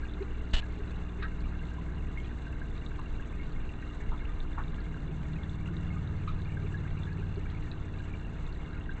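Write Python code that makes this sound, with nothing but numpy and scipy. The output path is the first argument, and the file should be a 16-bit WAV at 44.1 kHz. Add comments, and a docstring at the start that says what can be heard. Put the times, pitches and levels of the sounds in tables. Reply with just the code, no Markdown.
"""Fish tank in a room: a small filter pump hums, its outflow trickles, pings the glass and swallows air.
A far engine drones past outside, a few knocks sound, a hand slips on the microphone housing and bumps it.
Hum and engine are sums of sines; rush, rasp and knocks are shaped noise.
Bubbles are decaying tones or clicks through resonators; a short noise tail is the room's answer to the water."""
import sys
import numpy as np
from scipy import signal
from scipy.fft import rfft, irfft
from scipy.io import wavfile

SR = 44100
rng = np.random.default_rng(int(sys.argv[2]) if len(sys.argv) > 2 else 0)


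def generate_wav(signal):
    """Clip the signal to [-1, 1] and save it as 16-bit WAV at the path in sys.argv[1]."""
    frames = np.transpose(np.atleast_2d(signal))
    scaled = np.clip(frames, -1, 1) * 32767
    pcm = np.round(scaled).astype(np.int16)
    wavfile.write(sys.argv[1], SR, pcm)


N = 396900
TIME = np.arange(N) / SR


def amp(db):
    """Amplitude ratio of a level in dB."""
    return 10 ** (np.asarray(db) / 20)


def rms_one(x):
    """x scaled to an rms of 1."""
    return x / np.sqrt(np.mean(x ** 2) + 1e-20)


def in_time(rows):
    """Columns after the first, interpolated linearly over TIME."""
    s, *columns = np.transpose(rows)
    return [np.interp(TIME, s, column) for column in columns]


def coloured(x, spectrum):
    """x filtered by (hz, db) points joined on a log frequency axis."""
    hz, db = np.transpose(spectrum)
    bins_hz = np.arange(N // 2 + 1) * SR / N + 1e-3  # offset avoids log(0)
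    gain = amp(np.interp(np.log(bins_hz), np.log(hz), db))
    return irfft(rfft(x) * gain, N)


def band(x, low_hz, high_hz):
    """Butterworth bandpass."""
    sos = signal.butter(2, [low_hz, min(high_hz, SR / 2.2)], "band", fs=SR, output="sos")
    return signal.sosfilt(sos, x)


def lowpass_both_ways(x, edge_hz):
    """Zero-phase lowpass, so that x minus the result is the rest of the spectrum."""
    return signal.sosfiltfilt(signal.butter(2, edge_hz, fs=SR, output="sos"), x)


def drift(rate_hz):
    """Slow random curve of rms 1: noise through a double pole, run at SR / 40."""
    r = np.exp(-80 * np.pi * rate_hz / SR)
    noise = rng.standard_normal(N // 40 + 2002)
    slow = signal.lfilter([1], [1, -2 * r, r * r], noise)[2000:]  # drop the run-in
    return np.interp(np.arange(N) / 40, np.arange(len(slow)), rms_one(slow))


def resonance(x, hz, width_hz):
    """Two-pole resonator with unit gain near its peak."""
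    r = np.exp(-np.pi * width_hz / SR)
    zeros = [(1 - r * r) / 2, 0, (r * r - 1) / 2]
    poles = [1, -2 * r * np.cos(2 * np.pi * hz / SR), r * r]
    return signal.lfilter(zeros, poles, x + 1e-18)


def add(out, start_s, sound):
    """Mix sound into out, in place."""
    at = round(start_s * SR)
    out[at:at + len(sound)] += sound[:N - at]


def grains(per_s, spread_db):
    """Random clicks of uneven size and either sign that come in clumps."""
    sizes = amp(spread_db * np.minimum(rng.exponential(1, N), 5)) * rng.choice([-1, 1], N)
    chance = per_s * amp(2.5 * drift(5)) / SR
    return sizes * (rng.random(N) < chance)


def bubbles(per_s, spread_db, low_hz, high_hz, sharpness):
    """Each grain is dealt to one of 20 bubble sizes; small ones are quieter, all start softly."""
    born, dealt, out = grains(per_s, spread_db), rng.integers(0, 20, N), 0
    for k, hz in enumerate(np.geomspace(low_hz, high_hz, 20)):
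        soft_start = resonance(born * (dealt == k), hz, hz / 4)
        out = out + resonance(soft_start, hz, hz / sharpness) * (hz / 1000) ** -.6
    return rms_one(out)


# noise of water, room and street, relative: pitch_hz, density_db [dB per Hz]
RUSH_SPECTRUM = [(8, -8.5), (22, 6.5), (40, -2.5), (63, -9), (110, -14.5), (196, -17), (275, -21),
                 (430, -23), (520, -30.5), (1620, -32.5), (2480, -45), (2830, -40), (3100, -51.5),
                 (4100, -49.5), (4850, -60), (5650, -62.5), (5900, -54.5), (7500, -55.5), (8400, -45.5),
                 (8800, -65.5)]
RUSH_DB = -37
RUMBLE_SWELL_DB, RUMBLE_SWELL_HZ, RUMBLE_FADE_DB_PER_S = 1.5, 1, -0.07


def rush():
    """Shaped noise: the rumble swells slowly as it fades, the bands above flicker."""
    noise = rms_one(coloured(rng.standard_normal(N), RUSH_SPECTRUM))
    rumble = lowpass_both_ways(noise, 200)
    rest = noise - rumble
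    out = rumble * amp(RUMBLE_SWELL_DB * drift(RUMBLE_SWELL_HZ) + RUMBLE_FADE_DB_PER_S * TIME)
    for edge_hz in (900, 1800, 3200, 5000):
        part = lowpass_both_ways(rest, edge_hz)
        flicker_db = np.log2(edge_hz / 700) * 1.2 * drift(19)
        out, rest = out + part * amp(flicker_db), rest - part
    top = rest * amp(2.86 * drift(39) + 2.3 * drift(120))
    return amp(RUSH_DB) * (out + top)


# engine's path to the room, points on gliding curves: time_s, level_db, echo_lag_ms, echo_strength [0-1]
ENGINE_PATH = [(0, -65.5, 10.4, 0.6), (.7, -59.5, 11.2, 0.73), (1.5, -54.5, 11.3, 0.28),
               (2.2, -57.5, 14.2, 1), (3, -57.5, 14.5, 0.82), (4, -60.5, 13.7, 0.9), (4.8, -59, 13.2, 0.7),
               (5.5, -48, 15.3, 0.42), (6, -46.5, 17, 0), (6.6, -46.5, 21.3, 0.22),
               (7.2, -47.5, 20.7, 0.27), (8, -52.5, 20.7, 0.5), (9, -56, 18.3, 0.18)]
# firing rate, points on a gliding curve: time_s, firing_hz
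FIRING_RATE = [(0, 19.7), (.5, 19.95), (1.5, 20.1), (2.1, 19.5), (4.6, 19.45), (5.5, 19.2), (7.5, 18.47),
               (9, 18.45)]
# firing orders heard: order -> level_db re path level
ORDER_LEVELS = {4: 2.9, 5: 6.56, 6: -1.7, 7: 0.57, 8: 0.7, 9: 3.5, 10: -6.5, 11: -9.5}
# room mode booming now and then: peak_s, level_db, width_s
BOOM_SWELLS = [(1.03, -51, 0.16), (1.7, -45.5, 0.21), (3.45, -47, .1), (4.65, -51, 0.28), (5.15, -41, 0.33)]
BOOM_HZ = 158.9


def engine():
    """Low firing orders; a wall echo of shifting lag lifts some, cancels others; a room mode booms."""
    (firing_hz,), (level_db, lag_ms, echo) = in_time(FIRING_RATE), in_time(ENGINE_PATH)
    turn = 2 * np.pi * np.cumsum(firing_hz) / SR
    late = 2 * np.pi * firing_hz * lag_ms / 1000
    orders = 0
    for order, db in ORDER_LEVELS.items():
        phase = order * turn + rng.uniform(0, 2 * np.pi)
        both = np.sin(phase) + np.clip(echo, 0, 1) * np.sin(phase - order * late)
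        orders = orders + np.sqrt(2) * amp(level_db + db + 1.5 * drift(2.2)) * both
    boom = resonance(resonance(rng.standard_normal(N), BOOM_HZ, 9), BOOM_HZ, 9)
    swells = sum(amp(db) * np.exp(-((TIME - s) / width_s) ** 2) for s, db, width_s in BOOM_SWELLS)
    return orders + swells * rms_one(boom)


# knocks in the room: start_s, level_db, low_hz, high_hz, t60_s, bright_db [re body]
KNOCK_EVENTS = [(1.22, -32, 1243, 1917, 0.11, -10.5), (2.981, -43, 870, 1300, .13, -20),
                (3.997, -45, 1520, 2390, 0.056, -15), (4.112, -42.5, 726, 1500, 0.19, -22),
                (4.572, -36, 778, 1740, 0.21, -30), (6.271, -40.5, 1120, 1364, 0.19, -9),
                (6.386, -55, 990, 1200, .084, -28), (6.966, -51, 2240, 2880, .1, -11)]
RINGS, RING_DB = 5, -7.5  # pitches within a knock, level re knock


def knocks():
    """A noise burst builds in a few ms and dies; pitches within its band ring in quick succession."""
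    out, t = np.zeros(N), TIME[:SR // 3]
    noise = rng.standard_normal((len(KNOCK_EVENTS), 2, len(t)))
    chance = rng.random((len(KNOCK_EVENTS), RINGS, 2))
    for (s, db, low_hz, high_hz, t60_s, bright_db), (dull, crisp), rings in zip(KNOCK_EVENTS, noise, chance):
        bright = band(band(crisp, 2000, 2950) + band(crisp, 3500, 3960), 1900, 5400)
        narrow = band(band(dull, low_hz, high_hz), low_hz, high_hz)
        body = rms_one(band(narrow, low_hz * 0.54, high_hz))
        decay = amp(-60 * t / t60_s) + .5 * amp(-60 * t / 0.064)
        shape = np.minimum(t / 0.0085, 1) ** 2 * decay
        add(out, s, amp(db) * shape * (body + amp(bright_db) * rms_one(bright)))
        for k, (pitch, late) in enumerate(rings):
            hz = low_hz + (high_hz - low_hz) * (k + pitch) / RINGS
            envelope = amp(db + RING_DB - 60 * t / 0.12) * np.minimum(t / 0.0045, 1)
            add(out, s + 0.00296 + 0.024 * late, envelope * np.sin(2 * np.pi * hz * t))
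    return out


# hand slipping in three catches: start_s, level_db [before the slide], length_s
SLIP_CATCHES = [(0.532, -28, 0.023), (0.559, -35, .016), (0.576, -35.5, 0.0237)]
# rasp of skin, relative: pitch_hz, density_db [dB per Hz]
SLIP_SPECTRUM = [(240, -43), (400, -13), (869, -10.5), (1110, -16), (1720, -7.5), (2230, -14),
                 (2890, -10.5), (3990, -9.5), (5040, -24), (7430, -24.5), (8790, -12), (11400, -67),
                 (19300, -120)]
# housing resonance, one row: pitch_hz, width_hz, level_db [re rasp]
HOUSING_RING = (2890, 180, 10.6)
# shoves on the microphone: start_s, level_db, pitch_hz [once settled], t60_s
SHOVES = [(.538, -15, 20, .22), (4.087, -23, 20, .25)]
CATCH_S, SLIDE_DB_PER_S, LET_GO_S = 0.0072, -250, 0.0061


def slip():
    """Skin rasps over the housing; shoves reach the capsule as low swings that die away."""
    hz, width_hz, ring_db = HOUSING_RING
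    grip_and_release_db = 0.94 * rng.standard_normal(N // 60 + 1).repeat(60)[:N]
    catching = rng.standard_normal(N) * amp(grip_and_release_db)
    rasp = rms_one(coloured(catching, SLIP_SPECTRUM))
    rasp = rms_one(rasp + amp(ring_db) * resonance(rasp, hz, width_hz))
    grip = 0
    for s, db, length_s in SLIP_CATCHES:
        level = amp(db + SLIDE_DB_PER_S * np.clip(TIME - s, 0, length_s))
        catch = np.clip((TIME - s) / CATCH_S, 0, 1)
        let_go = np.clip((s + length_s - TIME) / LET_GO_S + 1, 0, 1)
        grip = grip + level * catch * let_go
    out, t = grip * rasp, TIME[:SR // 4]
    for s, db, hz, t60_s in SHOVES:
        turns = hz * t + .28 * (1 - np.exp(-t / .006))  # first swing is quickest
        add(out, s, -amp(db - 60 * t / t60_s) * np.sin(2 * np.pi * turns))
    return out


# pump coil, near multiples of the mains: pitch_hz, level_db [rms]; sag is added to the lowest
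HUM_LINES = [(59.9, -41), (119.8, -57), (239.6, -57.5), (300, -54.5), (360, -63.5), (420, -64.5),
             (480, -69), (540, -78), (660, -69), (780, -72.5), (840, -78), (900, -72.5), (960, -75.5),
             (1020, -71.5)]
# sag of the lowest line, points on a gliding curve: time_s, change_db
LOWEST_LINE_SAG = [(0, 2.5), (2.3, 2), (3.2, -1.5), (5, -1), (9, -2.5)]


def hum():
    """Coil lines waver slightly in level and phase with the load on the impeller; the lowest sags."""
    lines = []
    for hz, db in HUM_LINES:
        level = np.sqrt(2) * amp(db + 0.76 * drift(6.1))
        phase = 2 * np.pi * hz * TIME + 0.3 * drift(7.4) + rng.uniform(0, 2 * np.pi)
        lines.append(level * np.sin(phase))
    lowest, *rest = lines
    return lowest * amp(in_time(LOWEST_LINE_SAG)[0]) + sum(rest)


# glass modes: pitch_hz, width_hz, level_db [re PINGS_DB]
GLASS_MODES = [(1580, 22, -3.5), (2170, 60, -4.5), (2763, 54, -2.5), (3530, 75, -7.5), (3880, 99, -10)]
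# levels before the lowpass
FIZZ_DB, FIZZ_PER_S = -66, 400
PLINKS_DB, PLINKS_PER_S = -62, 80
PINGS_DB, PINGS_PER_S = -65, 70  # rate per mode


def trickle():
    """A fizz of short bubbles, sparser clear plinks, and drops that set the glass modes ringing."""
    fizz = bubbles(FIZZ_PER_S, spread_db=4.0, low_hz=1200, high_hz=4280, sharpness=8.2)
    plinks = bubbles(PLINKS_PER_S, spread_db=1.8, low_hz=1100, high_hz=2800, sharpness=35.0)
    pings = 0
    for hz, width_hz, db in GLASS_MODES:
        push = rms_one(grains(PINGS_PER_S, spread_db=3.5)) + .5 * rng.standard_normal(N)
        ring = resonance(resonance(push, hz, width_hz * 5), hz, width_hz)
        pings = pings + amp(db) * rms_one(ring)
    mix = amp(FIZZ_DB) * fizz + amp(PLINKS_DB) * plinks + amp(PINGS_DB) * pings
    return signal.sosfilt(signal.butter(6, 4400, fs=SR, output="sos"), mix)


# swallowed air pockets: start_s, level_db [peak], pitch_hz [mid-glide]
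AIR_POCKETS = [(.200, -32, 393), (0.787, -41.5, 410), (1.180, -42.5, 400), (4.125, -49, 353),
               (5.080, -43.5, 348), (5.696, -40.5, 345), (5.742, -45, 320), (6.195, -46.5, 346),
               (6.632, -39, 403), (7.182, -43, 400), (7.363, -38.5, 403)]
GULP_S = .035


def gulps(rise):
    """A large pocket of air: a soft low note gliding up by the share rise as it nears the surface."""
    out, t = np.zeros(N), TIME[:round(GULP_S * SR)]
    for s, db, hz in AIR_POCKETS:
        pitch_hz = hz * (1 + rise * (t / GULP_S - .5))
        tone = np.sin(2 * np.pi * np.cumsum(pitch_hz) / SR)
        add(out, s, amp(db) * np.sin(np.pi * t / GULP_S) * tone)
    return out


# clear single bubbles and drips: swell_end_s, level_db, pitch_hz
DRIP_EVENTS = [(0.035, -37.5, 1614), (.096, -41, 3500), (.138, -38, 3700), (.630, -40, 1670),
               (1.557, -45, 1570), (1.617, -42, 1580), (1.717, -43.5, 1580), (1.785, -39.5, 1010),
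               (2.175, -35, 2170), (2.246, -44, 3320), (2.316, -44, 1580), (2.469, -39.5, 1570),
               (2.529, -45, 1580), (2.559, -44, 1570), (2.618, -36.5, 1595), (2.780, -40, 3710),
               (2.864, -33.5, 3700), (2.917, -42.5, 1580), (3.199, -41, 1606), (3.399, -41.5, 2170),
               (3.693, -37.5, 2710), (3.826, -43.5, 1580), (4.207, -45.5, 2170), (4.220, -44.5, 1600),
               (4.255, -37.5, 2760), (4.404, -34.5, 3630), (4.638, -42, 3670), (4.682, -41, 3680),
               (4.785, -43, 1660), (4.944, -39.5, 1580), (5.387, -46, 2170), (5.435, -38, 3480),
               (5.496, -38.5, 3560), (5.66, -40, 2750), (5.687, -42, 1473), (5.768, -35.5, 3750),
               (5.905, -42.5, 2170), (5.964, -39, 1234), (6.076, -40, 3740), (6.458, -43, 2400),
               (6.490, -44, 2220), (6.572, -36.5, 1583), (6.725, -43, 2760), (6.744, -35, 1670),
               (6.853, -42.5, 1600), (7.035, -37, 3600), (7.071, -41.5, 1670), (7.119, -43, 1670),
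               (7.225, -45, 1570), (7.467, -44.5, 1580), (7.550, -43, 2230), (7.716, -32, 3900),
               (7.989, -41.5, 3900), (8.005, -41, 1606), (8.139, -39, 2330), (8.467, -40, 3720),
               (8.732, -45.5, 1620), (8.894, -32.5, 1580)]
# glass modes ringing after a drip near their pitch: pitch_hz, width_hz, level_db
GLASS_AFTER_RING = [(1582, 11, 3), (2165, 14, 3)]
# t60 and swell of drips below the corner; above it they shorten by a power of pitch
DRIP_T60_S, DRIP_SWELL_S, DRIP_CORNER_HZ, DRIP_SHORTENING = 0.052, 0.002513, 1955, 2.6


def drips():
    """Each bubble swells quickly and rings down at its own pitch; glass modes near it sing on."""
    out, t = np.zeros(N), TIME[:SR // 4]
    for s, db, hz in DRIP_EVENTS:
        short = min(DRIP_CORNER_HZ / hz, 1) ** DRIP_SHORTENING
        swell_s = DRIP_SWELL_S * np.sqrt(short)
        swell = np.sin(np.pi / 2 * np.minimum(t / swell_s, 1)) ** 2
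        decay = amp(db - 60 * t / (DRIP_T60_S * short))
        add(out, s - swell_s, decay * swell * np.sin(2 * np.pi * hz * t))
    return out + sum(amp(db) * resonance(out, hz, width_hz) for hz, width_hz, db in GLASS_AFTER_RING)


ROOM_T60_S, ROOM_DB = 0.1, -10


def room(x):
    """Room answer: x convolved with a short tail of dying noise of unit energy."""
    t = TIME[:SR // 2]
    tail = rng.standard_normal(len(t)) * amp(-60 * t / ROOM_T60_S) * (t > .004)
    return signal.fftconvolve(x, tail / np.sqrt(np.sum(tail ** 2)))[:N]


def scene():
    """Sum of all sources; only the water excites the room tail."""
    background = rush() + engine() + knocks() + slip() + hum()
    water = trickle() + gulps(rise=0.24) + drips()
    return (background + water + amp(ROOM_DB) * room(water))[None]


CUTOFF_HZ = 8900


def record(dry):
    """Steep Chebyshev lowpass cuts the top."""
    return signal.sosfilt(signal.cheby2(14, 80, CUTOFF_HZ * 1.04, fs=SR, output="sos"), dry)


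dry = scene()
out = record(dry)
generate_wav(out)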